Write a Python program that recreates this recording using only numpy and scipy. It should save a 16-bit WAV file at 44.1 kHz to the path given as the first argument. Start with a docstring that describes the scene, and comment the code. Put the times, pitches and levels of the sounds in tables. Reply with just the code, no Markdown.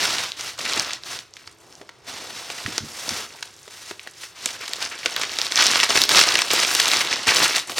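"""Newspaper rustles in a burning wood stove; then more is slid up, bent and crushed hard.
Sheets rub with a fine hiss of shaped noise; creases buckle in showers of tiny random clicks that ring
stiff patches of paper. Large creases snap one by one; sheets flap, bump and scuff in short noise bursts.
The stove draws softly underneath as a low, wavering rush, in a small room with a short echo.
"""
import sys
import numpy as np
from scipy import signal
from scipy.fft import rfft, irfft
from scipy.io import wavfile
from scipy.ndimage import uniform_filter1d

SR = 44100
rng = np.random.default_rng(int(sys.argv[2]) if len(sys.argv) > 2 else 0)


def dump(signal):
    """Clip the signal to [-1, 1] and save it as 16-bit WAV at the path in sys.argv[1]."""
    limited = np.clip(np.atleast_2d(signal).T, -1, 1)
    pcm = np.round(limited * 32767).astype(np.int16)
    wavfile.write(sys.argv[1], SR, pcm)


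N = 343539
SIZE = 360000  # transform length in samples, with room for the tails
TIME = np.arange(N) / SR

# basic tone of buckling paper, shared by the showers and the single snaps: pitch_hz, level_db (per Hz)
BUCKLING_TONE = [(30, -53), (65, -14), (150, -15), (300, -2.5), (480, -1), (700, -2.5), (1200, 1),
                 (2500, 1), (5600, 0), (7500, -5), (10000, -12), (15500, -27.5)]


def amp(db):
    """Turn decibels into a gain."""
    return 10 ** (np.asarray(db) / 20)


def unit(x):
    """Scale to an average (rms) level of 1."""
    return x / np.sqrt(np.mean(x ** 2) + 1e-18)


def frequencies(size):
    """Frequencies of a transform in Hz, with zero raised to 1 to keep divisions safe."""
    return np.maximum(np.arange(size // 2 + 1) * SR / size, 1)


FREQ = frequencies(SIZE)


def curves(table):
    """Join each column of a timed table by straight lines."""
    s, *columns = np.transpose(table)
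    return [np.interp(TIME, s, c) for c in columns]


def response(points, size=SIZE):
    """Filter through (Hz, dB) points that responds only after its input, with the least delay."""
    hz, db = np.transpose(points)
    level_db = np.interp(np.log(frequencies(size)), np.log(hz), db)
    # folding the cepstrum forward in time gives the matching phase
    cepstrum = irfft(np.log(amp(level_db)))
    cepstrum[1:size // 2] *= 2
    cepstrum[size // 2 + 1:] = 0
    return np.exp(rfft(cepstrum))


def through(x, gain):
    """Filter by a frequency response."""
    return irfft(rfft(x, SIZE) * gain)[:N]


def walk(rate):
    """Smooth random wander, drawing a new value rate times a second, with a spread near 1."""
    k = max(int(SR / rate), 2)
    steps = np.repeat(rng.standard_normal(N // k + 1), k)
    return unit(uniform_filter1d(steps, k)[:N])


def add(out, s, x):
    """Mix a short sound in at time s."""
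    i = int(np.clip(s * SR, 0, N - 1))
    out[i:i + len(x)] += x[:N - i]


def facet(f, hz, q, leak):
    """A stiff patch of paper: a damped resonance with steep skirts, plus the crease's broad click (leak)."""
    return leak + 1 / (1 + 1j * q * (f / hz - hz / f)) ** 2


def unzip(run_s, size=256):
    """A crease gives way in a fading run of tiny jerks, which lends the snap its own colour."""
    return unit(rng.standard_normal(size) * np.exp(-np.arange(size) / (run_s * SR)))


def bending(f, lag_s=0.000701):
    """Bending waves cross the sheet more slowly at low pitch; lag_s is their travel time at 1 kHz."""
    return np.exp(-4j * np.pi * lag_s * np.sqrt(f * 1000))


def draught():
    """Air drawn through the fire: shaped noise makes a low, slightly wavering rush."""
    # tone of the rush: pitch_hz, level_db (per Hz)
    draught_tone = [(25, -22), (60, -2), (105, 6), (150, 1), (240, -10), (350, 3.5), (520, -2.5),
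                    (720, -5.5), (1100, -6), (2000, -15), (5500, -20), (15000, -55)]
    level_db, waver_db = -57, 1.2 * walk(9)
    rush = unit(through(rng.standard_normal(N), response(draught_tone)))
    return rush * amp(level_db + waver_db)


def strokes(table, edges, rounding=1.3):
    """Hand movements: each starts, holds while it swells or sags, and lets go; gives three powers over time."""
    attack_s, release_s = edges
    power = np.zeros((3, N))  # the whole, its body, its treble
    for s, hold_s, db, swell_db, body_db, treble_db in table:
        near = abs(TIME - s - hold_s / 2) < hold_s / 2 + .5
        t = TIME[near] - s
        outside = np.maximum(-t, 0) / attack_s + np.maximum(t - hold_s, 0) / release_s
        swell = amp(db + swell_db * np.clip(t / hold_s, 0, 1))
        gain = np.exp(-outside ** rounding) * swell
        power[:, near] += np.outer(amp([0, body_db, treble_db]), gain) ** 2
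    return power


def sliding(grain_db=1.5, catch_db=1.54, shift_db=-0.5):
    """Sheet over sheet: fine fibre slips catch and release while the contact patch shifts its tone."""
    # tone of the hiss: pitch_hz, level_db (per Hz)
    sliding_tone = [(30, -50), (65, -19.5), (130, -8), (250, -12.5), (480, -9.5), (750, -3.5), (1500, 0),
                    (3500, 1), (5500, 1), (7500, -7), (10000, -12), (15500, -24)]
    slips = rng.standard_normal(N) * amp(grain_db * walk(1500) + catch_db * walk(90))
    pitches = np.geomspace(400, 9000, num=5)
    rings = [abs(facet(FREQ, hz, 0.59, 0)) ** 2 for hz in pitches]
    colour = response(sliding_tone) / sum(rings)
    # each pitch band wanders in level on its own
    return unit(sum(through(slips, ring * colour) * amp(shift_db * walk(35)) for ring in rings))


def buckling(rate):
    """Showers of tiny buckles of very uneven size, each ringing one of many facets."""
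    q, leak, run_s = 1.16, 0.093, 0.00071
    spread_db, cap = 7, 1.72  # cap, in spreads, limits the strongest buckles
    trail_s, trail = 0.0032, 0.58
    bursts = np.exp(.5 * walk(70))  # the showers thicken and thin at random
    fall = np.exp(-1 / (trail_s * SR))
    out, power = 0, 0
    pitches = np.geomspace(1000, 12000, num=12)
    for hz in pitches:
        hit = rng.random(N) < rate * bursts / SR / len(pitches)
        uneven_db = spread_db * (hz / 3000) ** 0.14  # small stiff facets differ most in strength
        strength = amp(uneven_db * np.minimum(rng.standard_normal(N), cap))
        kicks = hit * strength * rng.choice([-1, 1], N)
        # fibres go on slipping for a few milliseconds after each buckle
        slip_power = signal.lfilter([1 - fall], [1, -fall], kicks ** 2 + 1e-18)
        fibres = np.sqrt(slip_power) * rng.standard_normal(N)
        ring = facet(FREQ, hz, q, leak) * rfft(unzip(run_s), SIZE)
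        out = out + rfft(kicks + trail * fibres, SIZE) * ring
        power = power + abs(ring) ** 2
    x = irfft(out / np.sqrt(power) * response(BUCKLING_TONE) * bending(FREQ))[:N]
    # the hands feed in energy steadily, however it is shared between the buckles
    recent_power = np.abs(uniform_filter1d(x ** 2, int(0.0307 * SR)))
    return x / np.sqrt(recent_power + 1e-12)


def rustle(slide, squeeze):
    """Sliding hiss and buckling showers, mixed and coloured by the work of the hands."""
    # share of the power that is buckling (0-1), and buckles per second before random bursts
    slide_share, slide_rate = 0.21, 1300
    squeeze_share, squeeze_rate = 0.54, 680
    firm_db, rate_doubles_db = -20, 29  # squeeze_rate holds at firm_db and doubles every 29 dB above
    resting_db = -61.5  # paper settling between the strokes
    slide_db, body_hz, treble_hz = 1.5, 850, 6500

    power, body_power, treble_power = slide + squeeze + amp(resting_db) ** 2
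    slid = slide[0] / power
    effort_db = 10 * np.log10(power) - firm_db
    share = slid * slide_share + (1 - slid) * squeeze_share
    rate = slid * slide_rate + (1 - slid) * squeeze_rate * 2 ** (effort_db / rate_doubles_db)
    x = amp(slide_db) * np.sqrt(1 - share) * sliding() + np.sqrt(share) * buckling(rate)
    body = through(x, 1 / (1 + (FREQ / body_hz) ** 4))
    treble = through(x, 1 / (1 + (treble_hz / FREQ) ** 6))
    middle = x - body - treble
    return np.sqrt(power) * middle + np.sqrt(body_power) * body + np.sqrt(treble_power) * treble


def snaps(table, size=2048):
    """A large crease flips within a cycle or two of its facet; smaller ones crackle after it."""
    q, leak, edge_hz = 0.69, 0.23, 10000
    rise_s, trail_s, grain_db = 0.00024, 0.0034, 6
    trail_q, trail_pitch = 0.21, 0.55  # the crackle rings broader and lower than the snap
    out, t, f = np.zeros(N), np.arange(size) / SR, frequencies(size)
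    paper = response(BUCKLING_TONE, size=size) * bending(f, lag_s=0.000396)
    edge = 1 + (f / edge_hz) ** 2  # the fold itself cracks brighter than the sheet rustles
    millisecond = np.sqrt(SR / 1000 / size)  # sets the crack's energy as if it filled one millisecond
    for s, db, hz, crackle_db in table:
        # a crease that flips alone, with little crackle after it, rings its facet more purely
        purity = 1 + np.clip(-crackle_db / 14, 0, 1)
        ring = facet(f, hz, q * purity, leak / purity)
        run = rfft(unzip(1 / hz), size)  # jerks fade over one cycle of the facet
        crack = unit(irfft(run * paper * ring * edge))

        noise, strength = rng.standard_normal((2, size))
        fade = np.exp(-t / trail_s) * (1 - np.exp(-t / rise_s))
        grains = noise * amp(grain_db * np.minimum(strength, 2)) * fade
        trail_ring = facet(f, trail_pitch * hz, trail_q, 2 * leak)
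        crackle = unit(irfft(rfft(grains) * paper * trail_ring * np.sqrt(edge)))
        add(out, s - .0004, amp(db) * millisecond * (crack + amp(crackle_db) * crackle))
    return out


def creases(power, count=64):
    """Lesser creases give way at random, crowding where the squeeze is hardest; rows for snaps()."""
    over_db, spread_db = 7, 2  # level above the squeeze, and its random spread
    middle_hz, spread_octaves, crackle_db = 3650, 0.37, -7
    work = np.cumsum(power ** 0.4)
    at = np.searchsorted(work, work[-1] * (np.arange(count) + rng.random(count)) / count)
    rows = []
    for i, (strength, pitch) in zip(at, rng.standard_normal((count, 2))):
        level_db = 10 * np.log10(power[i] + 1e-18) + over_db + spread_db * strength
        rows.append((TIME[i], level_db, middle_hz * 2 ** (spread_octaves * pitch), crackle_db))
    return rows


def flaps(q=0.77, rise_s=0.0024, size=8192):
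    """Sheets flap, bump and scuff: short damped noise bursts, mostly low, a few near 2 kHz."""
    # flaps, bumps and scuffs: start_s, peak_db, pitch_hz, decay_s
    flap_list = [(0.791, -37.5, 135, 0.02), (1.812, -34.5, 454, 0.0094), (2.652, -27.5, 134, 0.01),
                 (2.676, -26.5, 242, 0.021), (2.78, -24.5, 397, 0.003), (2.806, -30, 130, 0.018),
                 (2.831, -29, 180, 0.021), (3.08, -23.5, 540, 0.0025), (3.112, -32, 175, .016),
                 (3.349, -35.5, 840, 0.0042), (3.676, -35.5, 400, 0.0063), (3.911, -30, 410, 0.0055),
                 (4.067, -36, 524, 0.0039), (4.46, -32, 390, 0.0089), (4.62, -27, 2200, 0.017),
                 (4.914, -23, 2090, 0.029), (5.06, -27.5, 390, 0.0078), (5.167, -18.5, 1910, 0.0056),
                 (7.268, -29.5, 191, 0.0066), (7.411, -30.5, 210, 0.015)]
    out, t, f = np.zeros(N), np.arange(size) / SR, frequencies(size)
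    for s, db, hz, decay_s in flap_list:
        push = rng.standard_normal(size) * (1 - np.exp(-t / rise_s)) * np.exp(-t / decay_s)
        flap = irfft(rfft(push) * facet(f, hz, q, 0) / (1 + (f / (2 * hz)) ** 4))
        add(out, s - rise_s, amp(db) * flap / abs(flap).max())
    return out


def room(x, size=16384):
    """Quick reflections off the stove front, then the short ring of the room, as fading noise."""
    early_db, early_s = -17, 0.0057
    late_db, split_hz = -13.5, 4000
    low_t60_s, treble_t60_s = 0.53, 0.35  # time to fade by 60 dB
    t = np.arange(size) / SR
    early, late = rng.standard_normal((2, size))
    early = unit(early * (t > .0012) * np.exp(-t / early_s))
    dull = signal.sosfilt(signal.butter(2, split_hz, fs=SR, output="sos"), late)
    bright = 1.1 * (late - dull)
    late = dull * amp(-60 * t / low_t60_s) + bright * amp(-60 * t / treble_t60_s)
    late = unit(late * np.clip((t - .005) / 0.0047, 0, 1))
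    echo = (amp(early_db) * early + amp(late_db) * late) / np.sqrt(size)
    return through(x, rfft(echo, SIZE))


def capsules(x, scatter_db=-3.0, phase_db=-4, balance_db=-0.4):
    """Two close microphone capsules hear nearly the same; they part most in the top treble."""
    # basic difference between the capsules: pitch_hz, side_over_middle_db
    width_tone = [(60, -20), (450, -22), (850, -14.5), (1500, -22), (3500, -23), (4300, -21), (7000, -19),
                  (9500, -11), (12000, -3.5), (15000, 1)]
    # the paper sounds narrow at first, then wider as it is handled: start_s, added_width_db
    off_axis = [(0, -4.5), (.9, -2), (1.4, 5), (4.2, 0), (5.5, 1.5)]
    width = response(width_tone)
    off_axis_db, = curves(off_axis)
    scatter = through(x * walk(120), width)  # crackles come from shifting spots on the sheet
    phase = through(x, 1j * abs(width))  # the capsules differ slightly in phase
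    side = amp(off_axis_db) * (amp(scatter_db) * scatter + amp(phase_db) * phase)
    return np.array([(x + side) * amp(balance_db / 2), (x - side) * amp(-balance_db / 2)])


def scene(diffuse_db=-10):
    """Paper at the stove, heard with the room, over a draught that spreads to both sides."""
    # sheets drawn over each other; body is the low part from large loose sheets, treble from sharp edges:
    # start_s, hold_s, level_db (before mixing), swell_db (over the hold), body_db, treble_db
    slides = [(0.0, 0.25, -21, -8, 3, -1), (.4, .08, -31.5, -2.5, 1.5, 0.5),
              (1.07, 0.072, -36.5, 3.5, 3.5, 1.5), (1.61, 0.19, -57.5, 0.5, 17, 6),
              (1.85, 0.22, -62, -2, 15.5, -4), (2.095, 0.24, -35.5, -5, 8.5, 0.5),
              (2.36, 0.4, -39, 4, 4.5, 0.5), (2.86, .2, -43, 7, 7, 5), (3.11, 0.094, -30.5, -1.5, 5, 2),
              (3.72, .18, -44.5, 3, 1, 4), (4.17, 0.061, -50.5, 12, -5, 5),
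              (4.33, 0.092, -52.5, 17, 1, -0.5), (4.52, 0.081, -42.5, 0.5, 5.5, -3)]
    # paper bent or squeezed: same columns and units as the slides
    squeezes = [(.595, .02, -29, -2, 5, 1), (.65, .15, -28, 3, 3.5, -3), (.83, .11, -30, -2.5, -0.5, -6),
                (1.36, .16, -51, -2.5, 3, 1), (3.3, .19, -45, -2, 3, 3.5), (3.53, .16, -53, 3, 1, 7.5),
                (4.0, .15, -46.5, -4.5, -2, 2), (4.465, .08, -31, -8, -4, 1), (4.61, .18, -36, -0.5, 1, -1),
                (4.82, .03, -26, -2, -0.5, -2.5), (4.9, .24, -38.5, 5, 2.5, -2),
                (5.165, .08, -29, 1.5, 1, -7), (5.29, 0.17, -33, 5, -0.5, -2),
                (5.52, .01, -27.5, -0.5, 2, -1), (5.575, .08, -16, -1, -3, -7),
                (5.69, .15, -20, -1, -2.5, -3), (5.9, .02, -20.5, -1, 3, -1),
                (5.96, .07, -19, -5.5, 3.5, 3), (6.1, .05, -21.5, 4.5, 4.5, 0),
                (6.168, .06, -12.5, -5.5, -2, -3.5), (6.27, .14, -20, -4, 1.5, -2.5),
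                (6.45, .04, -30.5, 1, 3, 1.5), (6.51, .14, -20, -1, 0, -.5), (6.68, .1, -24, 0.5, -1, 3.5),
                (6.8, .21, -22, 1, -1.5, -1), (7.05, .19, -29, -1, 3.5, -5),
                (7.115, .015, -23, 0, 0.5, -13), (7.283, .015, -14, -1, -0.5, -1.5),
                (7.335, .11, -20, 3, -0.5, -1.5), (7.48, .05, -23.5, -2, -1, -1),
                (7.56, .008, -20, 0, 0, 0), (7.685, .05, -37, -1, 10.5, 6), (7.775, .02, -26.5, 0, 1, 5.5)]
    # single loud creases snapping through:
    # start_s, level_db (as if filling 1 ms), pitch_hz (of the facet), crackle_db (against the snap)
    loud_snaps = [(0.0543, -13.5, 4100, -2), (0.184, -14.5, 4370, -5), (0.3194, -17.5, 3400, -22),
                  (0.41, -20.5, 4560, -14), (0.5917, -26, 4500, 6), (0.614, -27, 4540, -6),
                  (0.6524, -19.5, 3900, 1.5), (0.6983, -19.5, 3900, -8), (0.7348, -13.5, 3800, -6),
                  (0.797, -8, 4770, -14), (0.934, -17.5, 5040, -8), (1.0361, -26.5, 3500, -6),
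                  (1.19, -24.5, 3900, -4), (1.3382, -32, 5300, -12), (1.3678, -31.5, 3200, -1),
                  (1.475, -33, 3620, 4.5), (1.7263, -38, 5700, -5), (1.7535, -35.5, 5930, -15),
                  (1.814, -44.5, 2120, 12), (1.892, -30, 1960, -0.5), (2.5014, -25.5, 2000, 6.5),
                  (2.6621, -17.5, 1960, -1.5), (2.7806, -9, 5200, -7), (3.092, -14.5, 5400, -3),
                  (3.4266, -25, 4000, 7.5), (3.6787, -36.5, 2000, 3), (3.9114, -28, 1300, 4),
                  (3.9952, -25.5, 2550, -21), (4.0734, -26.5, 1130, -1), (4.235, -30.5, 2600, 3),
                  (4.4588, -10.5, 6000, -2), (4.679, -27, 5900, 7), (4.7346, -13.5, 3560, -10),
                  (4.826, -16.5, 3200, -14), (5.0593, -12, 2750, 4), (5.1644, -14, 2400, -11),
                  (5.2144, -19, 3780, 5), (5.2353, -14.5, 2640, -5), (5.3874, -14, 3840, 1.5),
                  (5.4161, -8.5, 4860, -10), (5.5217, -12, 3800, -6), (5.558, -7, 4830, -11),
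                  (5.6105, -10, 3600, -5), (5.624, -8, 4800, -3), (5.6673, -4.5, 5400, -10),
                  (5.757, -10.5, 2090, 2), (5.801, -6, 2540, -13), (5.832, -8, 3100, 0.5),
                  (5.8369, -9.5, 4060, -0.5), (5.9045, -13, 2800, 5), (5.9572, -12, 2880, 1),
                  (5.9741, -7, 2630, -1), (6.0174, 2, 3850, -18), (6.0379, -3.5, 5260, -9),
                  (6.0924, -4.5, 4200, -5), (6.192, -2.5, 4700, -1), (6.2132, -3.5, 4860, -1),
                  (6.289, -8.5, 4800, -7), (6.3546, -6, 2390, -2.5), (6.3901, -8, 1820, -5),
                  (6.419, -9.5, 3250, 0), (6.632, -12.5, 3360, 2), (6.7505, -7.5, 5260, -3.5),
                  (6.7998, -7, 3280, 2), (6.857, -11, 4400, -6), (6.9159, -9, 4800, -11),
                  (6.9349, -13, 3300, 4), (7.0151, -13, 2700, -18), (7.1283, -9, 2600, -14),
                  (7.2717, -19, 3100, -7), (7.5814, -20.5, 4430, 7), (7.696, -32, 1850, 14),
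                  (7.7191, -23, 3160, -6), (7.782, -19.5, 3480, 7.5)]
    # edges are attack and release in seconds: a squeeze grips and lets go faster than a slide
    slide = strokes(slides, edges=(0.026, 0.054))
    squeeze = strokes(squeezes, edges=(0.013, 0.032))
    paper = rustle(slide, squeeze) + snaps(loud_snaps) + snaps(creases(squeeze[0])) + flaps()
    # a second, softer draught with opposite sign left and right widens the first
    air = draught() + amp(diffuse_db) * draught() * np.array([[1], [-1]])
    return capsules(paper + room(paper)) + air


def record(dry):
    """A camcorder rounds off the sharpest peaks and cuts the treble above 15.9 kHz."""
    rounded = dry / (1 + (dry / .93) ** 4) ** (1 / 4)
    return signal.sosfilt(signal.ellip(10, .2, 70, 15900, fs=SR, output="sos"), rounded)


dry = scene()
out = record(dry)
dump(out)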